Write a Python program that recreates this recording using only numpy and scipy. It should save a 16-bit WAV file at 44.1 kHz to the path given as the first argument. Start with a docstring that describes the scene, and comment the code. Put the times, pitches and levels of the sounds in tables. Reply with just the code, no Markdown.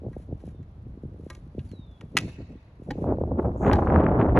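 """On a lawn ringed by trees a player catches a twirled hockey stick, slaps a falling puck and steps over a plastic pad.
Blade, shaft and pad are banks of struck modes with noise cracks; gloves, clothes and a sliding sole are shaped noise.
The woods throw the blows back as a scattered, darkening echo, and a far bird whistles with gliding sines.
Wind puffs at the microphone and grows into a hard buffeting gust: rumble, swirling noise, thumps and crackling cores."""
import sys
import numpy as np
from scipy import signal
from scipy.fft import rfft, irfft, next_fast_len
from scipy.io import wavfile
from scipy.ndimage import uniform_filter1d, map_coordinates

SR = 44100
rng = np.random.default_rng(int(sys.argv[2]) if len(sys.argv) > 2 else 0)


def persist_wave(psi):
    """Save psi, clipped to +-1, as 16-bit WAV."""
    counts = np.round(np.clip(psi, -1, 1) * 32767).astype(np.int16)
    wavfile.write(sys.argv[1], SR, np.atleast_2d(counts).T)


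N = 193599

# blade and puck chatter through the slap: t/s, ring level/dB, crack level/dB
SLAP_CONTACTS = [(2.158, -60.5, -58.5), (2.1688, -18, -22), (2.17013, -31, -14), (2.1739, -23, -20.5),
                 (2.1752, -33.5, -18), (2.1818, -35, -28.5), (2.1867, -32.5, -22), (2.2052, -52.5, -41),
                 (2.2115, -60, -39)]
# ringing modes of the blade: f/Hz, level/dB, t60/s
BLADE_MODES = [(355, -16.5, .1), (684, -21, .026), (847, -12.5, .03), (1076, -11, .04), (1292, -1.5, 0.035),
               (1610, -11, .05), (1850, -6.5, 0.014), (1975, -1, 0.055), (2094, -13.5, 0.042),
               (2450, -6, .014), (2576, 0, 0.04), (2755, -10, 0.062), (2990, -8, .025), (3645, -14, .06),
               (4120, -8.5, .02), (5900, -18, 0.029), (6380, -19.5, .04)]
# the shaft knocks as it is caught and shifted: t/s, ring level/dB, crack level/dB, wait until the rebound/s
SHAFT_TAPS = [(.131, -57, -84, .0036), (.403, -67, -64, .0051), (.487, -70, -62, .0037),
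              (.629, -64.5, -69, .0045), (1.3004, -51, -45, .004), (1.3022, -41, -46, .0033),
              (1.33, -67, -57.5, .0033), (1.35, -59.5, -49, .0011), (1.368, -67, -63, 0.0034),
              (1.593, -61, -62, .0056), (1.715, -69.5, -54, .0099), (1.912, -76, -69.5, .003),
              (2.010, -58.5, -51.5, .0016), (2.628, -72.5, -70, .003)]
# ringing modes of the shaft: f/Hz, level/dB, t60/s
SHAFT_MODES = [(353, -4, .11), (540, -7.5, .08), (617, -10.5, .07), (849, -12.5, .14), (1036, -0.5, 0.057),
               (1190, -8.5, .14), (1310, -7.5, .07), (1625, -0.5, .07), (1890, -1, .067), (2190, -11, .13),
               (2543, -18, .13), (3225, -17, .05), (4010, -11, 0.06), (5900, -13.5, 0.036),
               (5700, -17, 0.012)]
# shoes knock the pad: t/s, ring level/dB, crack level/dB
STEP_CONTACTS = [(2.9055, -30, -52.5), (2.9082, -24, -47.5), (2.9098, -37.5, -40.5), (2.9123, -30, -39.5),
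                 (2.918, -38, -46.5), (3.7320, -27, -29), (3.7345, -17.5, -32.5), (3.737, -37.5, -38.5),
                 (3.743, -36, -50), (3.748, -33.5, -48), (3.757, -30, -46.5), (3.767, -35, -56)]
# ringing modes of the pad: f/Hz, level/dB, t60/s
PAD_MODES = [(289, -4, 0.096), (523, -1.5, 0.017), (836, -2, 0.053), (1250, -7, 0.0036),
             (1640, -0.5, 0.011), (1820, -12, 0.036), (2200, -18, 0.024), (3000, -30, 0.081),
             (3130, -5, 0.0052), (3760, -9.5, 0.0071), (4540, -13.5, 0.015)]
# colour of the crack in every blow: f/Hz, relative level/dB
CRACK_COLOUR = [(300, -13.5), (1000, 4.5), (2500, 9.5), (4500, 2.5), (6500, 3), (8000, -0.5), (9000, 1),
                (10700, 0.5), (12500, -21.5)]
# gloves smack onto the shaft: t/s, level/dB, centre f/Hz, t60/s
GLOVE_SMACKS = [(1.591, -52, 2920, 0.055), (1.716, -76, 3060, .017), (1.976, -62, 2900, .014),
                (2.0092, -42, 2500, 0.015), (2.0118, -40.5, 970, 0.015)]
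# swells of rustling: the player's clothes moving, and in the two last, long rows leaves hissing in the gust:
# t/s, level/dB, half length/s
RUSTLE_SWELLS = [(.19, -71.5, 0.056), (.46, -69.5, 0.047), (1.31, -70.5, 0.076), (1.67, -70, 0.073),
                 (2.05, -82, 0.095), (2.28, -63.5, 0.043), (2.86, -72, 0.033), (3.02, -68.5, 0.03),
                 (3.22, -78.5, 0.034), (3.44, -74, 0.038), (3.82, -72, 0.18), (4.2, -76.5, 0.36)]
# colours of the rubbing cloth and of the sliding sole: f/Hz, relative level/dB
CLOTH_COLOUR = [(800, 2.5), (2500, 1.5), (4500, -2), (7000, -3.5), (9000, -3.5), (10600, 5), (11500, -15.5),
                (12500, -23.5)]
SOLE_COLOUR = [(2000, -45), (4000, -28), (5300, -17), (6600, 2), (8000, -6), (9000, -20), (10500, -9),
               (12500, -50)]
# phase by which the player's sounds lead at the left port: f/Hz, phase/rad
LEFT_LEAD = [(20, 0), (1200, 0), (3300, .8), (4000, .9), (4650, 2.2), (5000, 4), (5700, 6), (7600, 8),
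             (9000, 9.4), (11400, 11.7), (12500, 12.4)]
# steady wind at the microphone, a lull and then a gust in two surges: t/s, level/dB
STEADY_WIND = [(0, -59.5), (.7, -69.5), (.92, -61.5), (1.12, -58.5), (1.45, -67.5), (1.7, -62.5),
               (1.95, -73), (2.27, -60.5), (2.72, -76.5), (3.0, -39.5), (3.07, -37.5), (3.28, -39.5),
               (3.48, -32.5), (3.535, -37.5), (3.6, -36), (3.65, -21.5), (3.72, -19.5), (3.81, -26.5),
               (3.9, -24), (3.98, -22), (4.14, -24.5), (4.29, -22.5), (4.335, -29), (4.39, -27.5)]
# longer puffs of swirling air: t/s, swirl level/dB, half length/s, rumble level of the wake/dB
WIND_PUFFS = [(0.059, -41, 0.021, -34), (0.318, -43.5, 0.023, -33), (0.463, -50.5, 0.036, -36),
              (0.596, -51.5, 0.012, -36.5), (0.868, -49, 0.0042, -40.5), (1.042, -57, 0.006, -36),
              (1.213, -55, 0.01, -38.5), (1.581, -41, 0.0057, -32), (1.645, -61, 0.0064, -38.5),
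              (2.034, -47.5, 0.021, -39), (2.173, -40, 0.027, -36.5), (2.237, -41.5, 0.054, -30.5),
              (2.402, -43, 0.015, -36), (2.518, -45, 0.021, -48.5), (2.898, -38.5, 0.023, -41),
              (3.023, -46, 0.0028, -31), (3.102, -27, 0.034, -28), (3.213, -29, 0.0041, -28.5),
              (3.314, -33, 0.0077, -24.5), (3.394, -22, 0.0065, -41.5), (3.455, -25.5, 0.01, -24.5),
              (3.617, -35, 0.0053, -27.5), (3.677, -30, 0.021, -24.5), (3.734, -31, 0.0042, -21.5),
              (3.959, -24, 0.032, -16.5), (4.118, -36, 0.006, -22.5), (4.175, -30.5, 0.01, -19.5),
              (4.376, -18.5, 0.019, -18.5)]
# colours of the deep rumble, of a puff's wake and of the swirling air: f/Hz, relative level/dB
RUMBLE_COLOUR = [(15, -44), (30, -24), (42, -6), (55, 0), (70, 1.5), (100, -2), (150, -9), (250, -19),
                 (400, -34), (800, -57.5), (1500, -120)]
WAKE_COLOUR = [(15, -45), (30, -27), (45, -10), (65, 1), (100, 2), (150, -4.5), (250, -14), (400, -29.5),
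               (800, -55.5), (1500, -120)]
SWIRL_COLOUR = [(60, -28.5), (140, -2), (260, 1), (450, -1), (700, 0), (1000, -4), (2000, -10), (4000, -4),
                (8000, 1.5)]
# vortex cores that snap on the microphone: t/s, peak level/dB, width/s
VORTEX_CORES = [(3.043, -16.5, 0.00031), (3.089, -19.5, 0.0004), (3.124, -12.5, 0.00034),
                (3.186, -16.5, 0.00041), (3.214, -19.5, 0.00043), (3.238, -16, 0.00034),
                (3.318, -14.5, 0.00035), (3.376, -23, .0004), (3.397, -20.5, 0.00018), (3.43, -26, .00026),
                (3.447, -20, .00028), (3.484, -24, 0.00031), (3.516, -40.5, 0.00021),
                (3.562, -23.5, .00032), (3.583, -37, .00025), (3.619, -27.5, .00025), (3.635, -24, 0.00018),
                (3.649, -20, 0.00015), (3.666, -20.5, .00012), (3.681, -23, 0.00017), (3.699, -8, 0.00022),
                (3.715, -14.5, .00011), (3.727, -19, .00014), (3.824, -20, 0.00024), (3.831, -21, .00021),
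                (3.86, -33, 0.00025), (3.872, -11, 0.00021), (3.877, -25, 0.00013), (3.902, -18, 0.00015),
                (3.9235, -12, 0.000277), (3.944, -18.5, .00015), (3.961, -6.5, 0.00018),
                (3.985, -30, 0.00025), (4.019, -23.5, 0.00016), (4.031, -14.5, 0.00024),
                (4.04, -27, .00014), (4.066, -12, 0.00015), (4.072, -25, 0.00025), (4.095, -31.5, 0.00012),
                (4.159, -34.5, 0.0002), (4.18, -15.5, 0.00025), (4.2145, -17, .00012),
                (4.22, -22.5, 0.00015), (4.232, -33, 0.00016), (4.239, -24, 0.00047),
                (4.246, -12.5, 0.00033), (4.255, -27, 0.00018), (4.264, -25, 0.00017),
                (4.296, -31, 0.00019), (4.305, -39, 0.0001), (4.367, -19, 0.00015), (4.3749, -7.5, .00014),
                (4.3813, -12, 0.00017)]
# single eddies that thump the microphone: t/s, peak level/dB, upper edge f/Hz
EDDY_THUMPS = [(0.02, -34.5, 524), (0.037, -33, 615), (0.053, -33, 710), (.067, -26, 665),
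               (0.086, -32, 636), (0.117, -35.5, 450), (.168, -26.5, 660), (0.201, -40.5, 560),
               (0.292, -36.5, 534), (0.313, -49, 505), (.328, -26, 625), (0.353, -39, 450), (.44, -34, 650),
               (0.479, -34.5, 640), (.548, -39, 506), (0.593, -40, 423), (0.78, -39, 280),
               (0.869, -36.5, 420), (.956, -43, 445), (0.976, -34, 425), (1.037, -29, 500),
               (1.054, -32, 443), (1.092, -39, 416), (1.128, -41, 530), (1.146, -38, 523),
               (1.164, -45, 680), (1.198, -34, 440), (1.237, -38.5, 503), (1.267, -30, 553),
               (1.379, -40.5, 464), (1.468, -39, 352), (1.551, -33, 490), (1.583, -25.5, 506),
               (1.655, -39.5, 377), (1.716, -31.5, 276), (1.736, -32, 510), (1.793, -31.5, 292),
               (2.153, -25, 457), (2.237, -31.5, 480), (2.257, -29.5, 500), (2.388, -34.5, 416),
               (2.406, -33, 550), (2.506, -42.5, 543), (2.556, -35, 407), (2.799, -35.5, 394),
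               (2.822, -35, 542), (2.89, -24.5, 592), (2.957, -29, 600), (2.987, -32, 620),
               (3.022, -21, 540), (3.09, -20, 685), (3.216, -24, 750), (3.322, -20, 647), (3.449, -36, 652),
               (3.484, -21.5, 600), (3.612, -21.5, 850), (3.699, -21, 1210), (3.716, -29, 1000),
               (3.828, -26, 900), (3.94, -15.5, 1100), (4.005, -14, 888), (4.117, -13.5, 805),
               (4.256, -17.5, 840), (4.295, -14, 910)]
# colour of a blow sent out in all directions: f/Hz, relative level/dB
SCATTERED_COLOUR = [(400, -12), (800, -6.5), (1200, -10.5), (2000, 1), (2600, 3), (3200, -10.5), (4200, -2),
                    (5000, -10.5), (6500, -9), (8000, -15), (9000, -25), (10600, -19.5), (12500, -32.5)]
# big trees that stand out of the echo: delay/s, rise in level/dB, half length/s
BIG_TREES = [(.058, 5.5, 0.0049), (.12, 6.5, 0.0097), (.157, 1.5, .008), (.248, 6.5, 0.0062)]
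# a bird's two falling whistles: t/s, f/Hz, level/dB
BIRD_WHISTLES = [(.4, 4350, -100), (.44, 4050, -87), (.5, 3760, -93), (.55, 3610, -83), (.62, 3500, -84),
                 (.65, 3480, -110), (1.665, 4900, -95), (1.696, 4510, -74), (1.734, 4080, -68),
                 (1.765, 3910, -65), (1.8, 3765, -64.5), (1.853, 3630, -67), (1.868, 3590, -80),
                 (1.88, 3560, -70), (1.965, 3360, -70), (1.99, 3345, -81), (2.08, 3400, -84),
                 (2.11, 3390, -110)]
# colour of the trees' hush: f/Hz, relative level/dB
HUSH_COLOUR = [(60, 10), (300, 3.5), (600, 2.5), (1050, -5.5), (1500, -12), (2500, -19), (4000, -23.5),
               (6000, -32), (9000, -46.5), (12500, -39.5)]

# how far a rebound lies below its tap; how much each mode's level scatters from contact to contact
REBOUND_LOSS_DB, MODE_SCATTER_DB = 10, 1
# the clothes never fall quite silent
CLOTH_REST_DB = -84.5
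# one slide of a sole over the pad
SCUFF_S, SCUFF_DB, SCUFF_RISE_S, SCUFF_HOLD_S, SCUFF_FADE_DB_PER_S = 3.55, -64.5, .07, 0.06, 200
# the deep rumble at full gust; it loses RUMBLE_SLOPE dB for each dB that the wind drops, and follows it late
GUST_DB, RUMBLE_DB, RUMBLE_SLOPE, RUMBLE_LAG_S = -23, -25.5, 0.46, 0.041
# a puff's slow wake arrives this much later and swells with this half length
WAKE_LAG_S, WAKE_HALF_S = 0.016, 0.019
# stray puffs while the wind is under LULL_DB: rate, mean rise above the wind, spread either way, middling half length
STRAY_PER_S, STRAY_DB, LULL_DB, STRAY_SPREAD_DB, STRAY_HALF_S = 12, 10, -50, 4, .0045
# the woods' answer: ground and nearby bushes reply at once, the far trees ring on
ECHO_ONSET_S, NEAR_T60_S, FAR_T60_S, FAR_DB = 0.023, 0.17, 2.7, -14
# the bird sits among the trees, so much of it arrives as echo
BIRD_ECHO_DB = -11.5
# upper band limit of the microphone
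TOP_HZ = 12800


def amp(db):
    """Decibels to gain."""
    return 10 ** (np.asarray(db) / 20)


def unit(x):
    """Scaled to rms 1."""
    return x / np.sqrt(np.mean(x ** 2) + 1e-20)


def along(points, hz):
    """(f/Hz, value) points read on a log frequency axis."""
    f, v = np.transpose(points)
    return np.interp(np.log(hz + 1), np.log(f + 1), v)


def curves(rows):
    """One value per sample for each column after the time."""
    s, *cols = np.transpose(rows)
    return [np.interp(np.arange(N) / SR, s, c) for c in cols]


def wobble(rate):
    """A smooth random curve, rate knots a second."""
    return map_coordinates(rng.standard_normal(4096), [np.arange(N) * rate / SR], mode="mirror")


def filtered(x, response):
    """x times a response of frequency."""
    m = next_fast_len(N + SR // 2)
    return irfft(rfft(x, m) * response(np.fft.rfftfreq(m, 1 / SR)), m)[..., :N]


def noise(spectrum, channels=2):
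    """Unrelated coloured noises of rms 1."""
    white = rng.standard_normal((channels, N))
    return unit(filtered(white, lambda hz: amp(along(spectrum, hz))))


def steadied(x, span):
    """Noise with its own slow swells evened out over span seconds."""
    power = uniform_filter1d(np.mean(x ** 2, axis=0), max(8, int(span * SR)))
    return x / np.sqrt(np.abs(power) + 1e-12)


def swells(rows):
    """Bell-shaped swells (t/s, level/dB, half length/s) whose powers add."""
    power, t = np.zeros(N), np.arange(N) / SR
    for s, db, half in rows:
        near = slice(max(0, int((s - 5 * half) * SR)), int((s + 5 * half) * SR))
        power[near] += amp(db) ** 2 * np.exp(-((t[near] - s) / half) ** 2)
    return np.sqrt(power)


def blows(contacts, modes, crack_t60, attack, kick_db, contact_s=.0022):
    """Every contact drives the body's modes hard while it lasts, leaves them ringing and adds a short crack."""
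    out, t = np.zeros(N + SR), np.arange(SR // 4) / SR
    hz, level, t60 = np.transpose(modes)[:, :, None]
    kick = kick_db * np.exp(-(t / contact_s) ** 2)
    rings = amp(level + kick - 60 * t / t60) * np.sin(2 * np.pi * hz * t) * (1 - np.exp(-t / attack))
    grit = np.pad(noise(CRACK_COLOUR, channels=1)[0], (0, SR))
    for s, ring_db, crack_db in contacts:
        span = slice(round(s * SR), round(s * SR) + len(t))
        out[span] += amp(ring_db + MODE_SCATTER_DB * rng.standard_normal(len(modes))) @ rings
        out[span] += amp(crack_db - 60 * t / crack_t60) * grit[span]
    return out[:N]


def slap():
    """Stick blade and puck chatter together; the blade's modes die within a tenth of a second."""
    return blows(SLAP_CONTACTS, BLADE_MODES, crack_t60=0.0095, attack=0.00034, kick_db=6.5)


def shaft_taps():
    """Each knock on the shaft is followed by one weaker rebound."""
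    rattles = []
    for s, ring_db, crack_db, gap in SHAFT_TAPS:
        rattles.append((s, ring_db, crack_db))
        rattles.append((s + gap, ring_db - REBOUND_LOSS_DB, crack_db - REBOUND_LOSS_DB))
    return blows(rattles, SHAFT_MODES, crack_t60=0.023, attack=0.00028, kick_db=2.0)


def gloves(width_octaves=0.56, attack_s=0.0017):
    """A padded glove smacks the shaft: a short puff of noise around one pitch."""
    out, t = np.zeros(N), np.arange(N) / SR
    for s, db, centre_hz, t60 in GLOVE_SMACKS:
        def band(hz):
            return np.exp(-(np.log2((hz + 1) / centre_hz) / width_octaves) ** 2)
        smack = unit(filtered(rng.standard_normal(N), band))
        age = np.maximum(t - s, 0)
        out += smack * amp(db - 60 * age / t60) * np.minimum(age / attack_s, 1)
    return out


def footsteps():
    """Shoes knock the plastic pad, which rings low and briefly; its first instant is slightly held back."""
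    return blows(STEP_CONTACTS, PAD_MODES, crack_t60=0.0062, attack=0.00018, kick_db=-0.9)


def rustle(grain_db=3.0):
    """Fabric and a sliding sole: fine, uneven friction."""
    cloth_level = np.hypot(amp(CLOTH_REST_DB), swells(RUSTLE_SWELLS))
    cloth = cloth_level * amp(grain_db * wobble(160)) * noise(CLOTH_COLOUR, channels=1)[0]
    age = np.arange(N) / SR - SCUFF_S
    fading_s = np.maximum(age - SCUFF_RISE_S - SCUFF_HOLD_S, 0)
    slide = np.clip(age / SCUFF_RISE_S, 0, 1) * amp(SCUFF_DB - SCUFF_FADE_DB_PER_S * fading_s)
    return cloth + slide * amp(grain_db * wobble(200)) * noise(SOLE_COLOUR, channels=1)[0]


def lawn(x, t60=.13, onset_s=0.0082):
    """The ground, the pads and the player's body scatter a short bright answer."""
    t = np.arange(SR // 4) / SR
    tail = rng.standard_normal(len(t)) * amp(-60 * t / t60) * np.minimum(t / onset_s, 1)
    return signal.fftconvolve(x, tail / np.linalg.norm(tail))[:N]


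def from_player(x):
    """The player stands a little left: that port hears the treble first."""
    ports = np.array([[1], [-1]])
    return filtered(x, lambda hz: np.exp(.5j * ports * along(LEFT_LEAD, hz)))


def stray_puffs():
    """Weak puffs at random moments while the wind is low: t/s, level/dB, half length/s."""
    chance = rng.random((200, 4))
    when = chance[:, 0] * N / SR
    wind_db = np.interp(when, *np.transpose(STEADY_WIND))
    puff_db = wind_db + STRAY_DB + STRAY_SPREAD_DB * (2 * chance[:, 1] - 1)
    rows = np.transpose([when, puff_db, STRAY_HALF_S * 2 ** (chance[:, 2] - .5)])
    return rows[(wind_db < LULL_DB) & (chance[:, 3] < STRAY_PER_S * N / SR / len(chance))]


def swirl(corner):
    """Eddy noise of steady level; viscosity kills the eddies above the moving corner frequency."""
    hz, s, z = signal.stft(noise(SWIRL_COLOUR, channels=1), SR, nperseg=256)
    damping = np.exp(-(hz[:, None] / np.interp(s, np.arange(N) / SR, corner)) ** 0.95)
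    return steadied(signal.istft(z * damping, SR, nperseg=256)[1][:, :N], span=0.015)[0]


def deep_rumble(steady_db, heave_db=2):
    """The slow pressure of the wind, which builds late, plus the wakes that trail the puffs."""
    t = np.arange(N) / SR
    wakes = swells([(s + WAKE_LAG_S, db, WAKE_HALF_S) for s, _, _, db in WIND_PUFFS])
    lagging_db = np.interp(t - RUMBLE_LAG_S, t, steady_db)
    pressure = amp(RUMBLE_DB + RUMBLE_SLOPE * (lagging_db - GUST_DB) + heave_db * wobble(22))
    rumble = pressure * steadied(noise(RUMBLE_COLOUR, channels=1), span=0.05)
    return rumble + wakes * steadied(noise(WAKE_COLOUR, channels=1), span=0.03)


def buffeting(corner_hz=185, growth=0.54, gust_growth=0.064, flutter_db=6.5, churn_db=-1, puff_db=2.0,
              side_db=-5, side_flutter_db=-1.5, side_fineness=0.95, side_puff_db=-6.0):
    """Turbulence on the ports: the harder it blows, the finer and brighter its eddies."""
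    steady_db = curves(STEADY_WIND)[0]
    rumble = deep_rumble(steady_db)
    # a hard gust holds so many eddies that it flutters less
    flutter = flutter_db * (1.5 - np.clip((steady_db + 49.0) / 16, 0, 1)) * wobble(110)
    puffs = swells([*((s, db + puff_db, half) for s, db, half, _ in WIND_PUFFS), *stray_puffs()])
    force = np.hypot(amp(steady_db + churn_db + flutter), puffs)
    # the eddy size follows the wind, smoothed over about 20 ms
    smooth_force = uniform_filter1d(force, size=900)
    speed = (smooth_force / amp(-32.0)) ** growth * amp(gust_growth * (steady_db + 37.5))
    corner = 120 + corner_hz * speed
    # small eddies meet one port at a time, so the difference between the ports flutters on its own
    side_steady = amp(steady_db + side_db + side_flutter_db * wobble(90))
    side_force = np.hypot(side_steady, amp(side_puff_db) * puffs)
    side = side_force * swirl(side_fineness * corner + 60)
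    return rumble + force * swirl(corner) + np.array([side, -side])


def cores(rows):
    """Vortex cores (t/s, peak level/dB, width/s): each is a brief dip of pressure between two rises."""
    out, t = np.zeros(N), np.arange(N) / SR
    for s, db, width in rows:
        near = slice(max(0, int((s - .008) * SR)), int((s + .008) * SR))
        u = (t[near] - s) / width
        out[near] -= amp(db) * (2 * np.exp(-u ** 2 / 2) - np.exp(-u ** 2 / 8))
    return out


def small_cores(per_second, size_db, growth, width_s, widening, spread_octaves, db_per_octave, scatter_db,
                from_db_below_gust):
    """Rows of random cores: slower air carries weaker, wider ones, and the finest are the weakest."""
    chance = rng.random((4000, 4))
    when = chance[:, 0] * N / SR
    gust_db = np.interp(when, *np.transpose(STEADY_WIND)) - GUST_DB
    octaves = spread_octaves * (chance[:, 2] - .5)
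    peak_db = size_db + growth * gust_db + db_per_octave * octaves + scatter_db * (chance[:, 1] - .5)
    rows = np.transpose([when, peak_db, width_s * amp(-widening * gust_db) * 2 ** octaves])
    return rows[(gust_db > -from_db_below_gust) & (chance[:, 3] < per_second * N / SR / len(chance))]


def eddies():
    """Cores crackle on both ports once the gust builds; others pass between the ports and push them opposite ways."""
    shared = small_cores(per_second=330, size_db=-26, growth=0.58, width_s=0.00022, widening=0.37,
                         spread_octaves=1.15, db_per_octave=11, scatter_db=8, from_db_below_gust=19.5)
    between = small_cores(per_second=70, size_db=-26.5, growth=0.77, width_s=0.00019, widening=0.03,
                          spread_octaves=1.1, db_per_octave=9, scatter_db=20.5, from_db_below_gust=60)
    return cores([*VORTEX_CORES, *shared]) + np.array([[1], [-1]]) * cores(between)


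def thumps(lag_cycles=1.7, low_cut_hz=85, steepness=3.37, bend_hz=60, centre_hz=400):
    """Each eddy shoves the diaphragm once; the bass of the shove lags, so it sounds as a quick falling wobble."""
    out, size = np.zeros(N + SR), SR // 4
    hz = np.fft.rfftfreq(size, 1 / SR)
    # the shove sits mid-buffer at centre_hz, with lower pitches later
    delay = size / SR / 2 + lag_cycles * (1 / (hz + bend_hz) - 1 / (centre_hz + bend_hz))
    for s, db, top_hz in EDDY_THUMPS:
        phase = 2 * np.pi * (np.cumsum(delay) * hz[1] + rng.random())
        colour = np.exp(-(hz / top_hz) ** steepness) * hz ** 3 / (hz ** 3 + low_cut_hz ** 3)
        shove = irfft(colour * np.exp(-1j * phase), size)
        out[round(s * SR):][:size] += amp(db) * shove / np.abs(shove).max()
    return out[size // 2:][:N]


def blurred(x):
    """What a blow sends out in all directions: the same burst, its modes smeared together."""
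    envelope = np.sqrt(np.abs(uniform_filter1d(x ** 2, size=130)))
    return envelope * noise(SCATTERED_COLOUR, channels=1)[0]


def woods(x, loss_db_per_khz=5.5, trunks_db=3.5, patchy_db=4):
    """Trunks scatter the sound back; the longer its path, the more treble the air takes (loss per kHz and second)."""
    hz, s, z = signal.stft(rng.standard_normal((2, SR)), SR, nperseg=256)
    decay = np.hypot(amp(-60 * s / NEAR_T60_S), amp(FAR_DB - 60 * s / FAR_T60_S))
    answer = np.minimum(s / ECHO_ONSET_S, 1) ** 2 * decay
    db = trunks_db * rng.standard_normal(len(s))
    for delay, rise_db, half in BIG_TREES:
        db = db + rise_db * np.exp(-((s - delay) / half) ** 2)
    # smooth random patches over time and pitch
    patches = uniform_filter1d(rng.standard_normal(z.shape[1:]), size=4, axis=0)
    db = db + patchy_db * unit(uniform_filter1d(patches, size=9, axis=1))
    air_loss_db = loss_db_per_khz * hz[:, None] / 1000 * s
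    tail = signal.istft(z * answer * amp(db - air_loss_db), SR, nperseg=256)[1]
    return signal.fftconvolve(x[None], tail / np.linalg.norm(tail[0]), axes=1)[:, :N]


def bird(waver=0.0032, flicker_db=0.5):
    """Thin whistles that slide down in pitch: one sine, slightly unsteady in pitch and level."""
    hz, db = curves(BIRD_WHISTLES)
    phase = 2 * np.pi * np.cumsum(hz * (1 + waver * wobble(130))) / SR
    return amp(db + flicker_db * wobble(41)) * np.sqrt(2) * np.sin(phase)


def hush():
    """The hush of the trees: soft wide noise, strongest in the bass, that barely wavers."""
    return amp(-57.0 + 0.23 * wobble(13.0)) * noise(HUSH_COLOUR)


def scene():
    """Blows and their echo, clothes, wind, bird and the hush of the trees."""
    stick = slap() + shaft_taps() + gloves()
    steps = footsteps()
    knocks = stick + steps
    player = from_player(knocks + amp(-22.5) * lawn(knocks) + rustle())
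    wind = buffeting() + eddies() + thumps()
    song = bird()
    # the grass soaks up most of what the pad sends toward the trees
    carrying = stick + amp(-5.0) * steps
    # three independent scatterings build up the echo of the blows
    blow_echo = amp(-31.0) * sum(woods(blurred(carrying)) for _ in range(3))
    bird_echo = amp(BIRD_ECHO_DB) * woods(song)
    return player + wind + blow_echo + song + bird_echo + hush()


def record(dry, mono_below_hz=800):
    """The ports sit close together, so the bass is mono; the treble is cut steeply at the band limit."""
    mid = dry.mean(axis=0)
    side = filtered((dry[0] - dry[1]) / 2, lambda hz: 1 - 1 / (1 + (hz / mono_below_hz) ** 8))
    return filtered(np.array([mid + side, mid - side]), lambda hz: 1 / (1 + (hz / TOP_HZ) ** 80))


dry = scene()
out = record(dry)
persist_wave(out)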